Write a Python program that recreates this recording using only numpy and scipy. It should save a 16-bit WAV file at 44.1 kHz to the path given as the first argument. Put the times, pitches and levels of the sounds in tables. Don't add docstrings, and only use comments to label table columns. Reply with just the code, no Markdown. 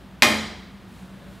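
import sys
import numpy as np
from scipy import signal
from scipy.fft import rfft, irfft
from scipy.io import wavfile
from scipy.ndimage import uniform_filter1d

SR = 44100
rng = np.random.default_rng(int(sys.argv[2]) if len(sys.argv) > 2 else 0)


def wav_record(signal):
    frames = np.transpose(np.atleast_2d(signal))
    bounded = np.clip(frames, -1, 1)
    quanta = np.round(bounded * 32767).astype(np.int16)
    wavfile.write(sys.argv[1], SR, quanta)


N = 61739
KNOCK_S = .2213

# frequency_hz, relative_level_db
CRACK_COLOUR = [(40, -26), (120, -14), (230, -13), (650, -5.5), (1350, -4.5), (2300, 4.5), (3200, -2),
                (4400, -3), (5400, -5.5), (7300, -16), (8600, -14.5), (10500, -21), (12000, -18),
                (15500, -33)]
# centre_hz, width_hz, boost_db
CANE_RESONANCES = [(3180, 250, 6.5), (4008, 77, 9.5), (4820, 110, 8.5), (5860, 250, 6), (6824, 270, 12.5),
                   (7860, 190, 9), (8590, 210, 8.5), (11800, 600, 4.5)]
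# frequency_hz, side_minus_mid_db
HALL_WIDTH = [(40, -22), (130, -12), (320, -12), (700, -15.5), (1500, -22), (3000, -28), (5000, -48),
              (9000, -47)]
# frequency_hz, side_minus_mid_db
QUIET_WIDTH = [(40, -22), (130, -10.5), (320, -13.5), (700, -14.5), (1500, -24), (2500, -30), (4500, -36)]


def amp(db):
    return 10 ** (np.asarray(db) / 20)


def unit(x):
    return x / np.sqrt(np.mean(x ** 2) + 1e-20)


def read(points, hz):
    f, value = np.transpose(points)
    return np.interp(np.log(hz + 1), np.log(f + 1), value)


def since(s):
    return np.maximum(np.arange(N) / SR - s, 0)


def strike(t, rise, t60):
    return (1 - np.exp(-t / rise)) * amp(-60 * t / t60)


def swell(s, length, db):
    return amp(db) * np.exp(-.5 * ((since(0) - s) / length) ** 2)


def drift(rate_hz):
    hz = np.fft.rfftfreq(N, 1 / SR)
    smooth = np.exp(-(hz / rate_hz) ** 2)
    return unit(irfft(rfft(rng.standard_normal(N)) * smooth, N))


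def noise(colour, stereo, resonances=()):
    hz = np.fft.rfftfreq(N, 1 / SR)
    mid, side = rfft(rng.standard_normal((2, N)))
    side = side * amp(read(stereo, hz))
    level_db = read(colour, hz)
    for centre, width, boost_db in resonances:
        level_db = level_db + boost_db / (1 + (2 * (hz - centre) / width) ** 2)
    return unit(irfft(np.array([mid + side, mid - side]) * amp(level_db), N))


def ventilation():
    # frequency_hz, relative_level_db
    air_colour = [(20, -32), (40, -10), (58, 9.5), (76, -4.5), (120, 3.5), (190, 0), (300, -3), (450, -10),
                  (1200, -12.5), (2300, -19), (3800, -21.5), (6000, -31.5), (11000, -35.5), (15500, -38.5)]
    # pitch_hz, waver_rate_hz, level_db
    hums = [(190.2, 14.2, -48), (58, 8, -58)]
    air_db, air_swell_db = -46, -0.28
    t = since(0)
    out = amp(air_db + air_swell_db * drift(rate_hz=4.7)) * noise(air_colour, QUIET_WIDTH)
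    for hz, waver_hz, db in hums:
        waver = 0.27 + .5 * drift(waver_hz) + .5j * drift(waver_hz)
        carrier = np.exp(2j * np.pi * (hz * t + rng.random()))
        out += amp(db) * unit((waver * carrier).real)
    return out


def shifting():
    # centre_s, length_s, level_db
    rustles = [(0.97, .055, -59.5), (1.156, 0.17, -63.5), (1.352, 0.062, -62.5)]
    # centre_s, length_s, level_db
    scuff = (1.236, .16, -47)
    # frequency_hz, relative_level_db
    cloth_colour = [(200, -14), (600, 1), (2000, 5.5), (5000, -2.5), (10000, -4), (15500, -12)]
    sole_colour = [(80, -41), (190, 24.5), (250, -23), (310, 5), (460, -9.5), (580, 5), (720, -9),
                   (1700, -3), (2400, -20), (3600, -9.5), (6000, -35), (12000, -43)]
    grain_db, tone_hz = 1, 576
    grain = amp(grain_db * drift(rate_hz=230))
    cloth = unit(noise(cloth_colour, QUIET_WIDTH) * grain)
    rustle = cloth * sum(swell(*row) for row in rustles)
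    soles = noise(sole_colour, QUIET_WIDTH) * swell(*scuff)
    tone = unit(np.sin(2 * np.pi * tone_hz * since(0) + 1.3 * drift(rate_hz=10)))
    return rustle + soles + tone * swell(s=1.238, length=0.063, db=-56.5)


def hall():
    # delay_s, level_below_crack_db
    echoes = [(.0089, -3), (0.0134, -9.5), (0.0188, -16), (0.0253, -13.5), (0.0333, -13.5), (.048, -17)]
    # frequency_hz, relative_level_db
    hall_colour = [(40, -42), (90, -8), (160, -5), (260, 0), (420, -4), (600, -4), (950, -5), (1500, -7.5),
                   (2150, -1), (2750, -11.5), (3400, -7.5), (4500, -10), (5400, -11.5), (6400, -20.5),
                   (7400, -19.5), (10500, -19.5), (12300, -21), (15500, -32)]
    # frequency_hz, t60_s
    hall_decay = [(100, 0.93), (500, 0.78), (2000, 0.78), (4500, 0.75), (8000, 0.59), (14000, .4)]
    tail_db, tail_rise_s = -16, 0.0026
    early = sum(amp(db) * crack(KNOCK_S + delay) for delay, db in echoes)
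    source = noise(hall_colour, HALL_WIDTH, CANE_RESONANCES)
    hz, t, z = signal.stft(source, SR, nperseg=512)
    fade = amp(-60 * np.maximum(t - KNOCK_S, 0) / read(hall_decay, hz)[:, None])
    tail = signal.istft(z * fade, SR, nperseg=512)[1][:, :N]
    onset = 1 - np.exp(-since(KNOCK_S) / tail_rise_s)
    return early + amp(tail_db) * tail * onset


def boom():
    # pitch_hz, level_db, t60_s, delay_s, rise_s
    floor_modes = [(83.76, -29, 0.98, 0.0288, 0.077), (118.5, -33, 0.35, .001, 0.0096),
                   (234.5, -21, 0.39, 0.000074, .001), (217.9, -19.5, 0.56, .062, 0.01)]
    out = np.zeros((2, N))
    for hz, db, t60, delay, rise in floor_modes:
        t = since(KNOCK_S + delay)
        phase = np.array([[.2], [-.2]])
        out += amp(db) * strike(t, rise, t60) * np.sin(2 * np.pi * hz * t + phase)
    return out


def ring():
    # pitch_hz, relative_level_db, t60_s
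    modes = [(604, -25, .44), (725, -34, .55), (831, -30, .5), (849, -31, .52), (1060, -26, .48),
             (1210, -29, .6), (1227, -31, .65), (1298, -33, .5), (1820, -27, .52), (1885, -27, .46),
             (2037, -28, .46), (2116, -23, .4), (2290, -25, .4), (2415, -27, .4), (2463, -22, .4),
             (2870, -31, .45), (3130, -26, .46), (3222, -31, .5), (5922, -35, .52)]
    ring_db, ring_rise_s, waver_depth = 3, 0.0011, 0.16
    buzz_db, buzz_rise_s, buzz_t60_s = -11, 0.0075, .12
    t = since(KNOCK_S)
    buzz = noise(CRACK_COLOUR, HALL_WIDTH, CANE_RESONANCES)
    out = amp(buzz_db) * buzz * strike(t, buzz_rise_s, buzz_t60_s)
    for hz, db, t60 in modes:
        phase = rng.uniform(0, 2 * np.pi) + 0.26 * rng.standard_normal((2, 1))
        waver = 1 + waver_depth * (drift(rate_hz=18) + 1j * drift(rate_hz=18))
        tone = (waver * np.exp(1j * (2 * np.pi * hz * t + phase))).real
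        out += amp(ring_db + db) * strike(t, ring_rise_s, t60) * tone
    return out


def crack(s):
    # time_after_touch_s, relative_level_db, decay_time_constant_s
    contacts = [(.0003, -1.5, .0013), (.0016, 2.5, 0.0011)]
    crack_db, side_db, rise_s = -1, -17.5, 0.00028
    hz = np.fft.rfftfreq(N, 1 / SR)
    shape = np.zeros(N)
    for late, db, decay in contacts:
        t = since(s + late)
        shape += amp(db) * (1 - np.exp(-t / rise_s)) * np.exp(-t / decay)
    burst = rfft(rng.standard_normal((2, N)) * shape)
    even = burst / np.sqrt(uniform_filter1d(abs(burst) ** 2, size=400, axis=1) + 1e-12)
    mid, side = irfft(even * amp(read(CRACK_COLOUR, hz)), N) * (shape > 0)
    side = side * amp(side_db)
    strength = np.sqrt(np.mean(shape ** 2))
    return amp(crack_db) * strength * unit(np.array([mid + side, mid - side]))


def scene():
    background = ventilation() + shifting()
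    return background + hall() + boom() + ring() + crack(KNOCK_S)


def record(dry):
    edge_hz = 15800
    clipped = np.clip(dry, -1, 1)
    low_pass = signal.firwin(255, edge_hz, window=("kaiser", 8), fs=SR)
    return signal.oaconvolve(clipped, low_pass[None], "same")


dry = scene()
out = record(dry)
wav_record(out)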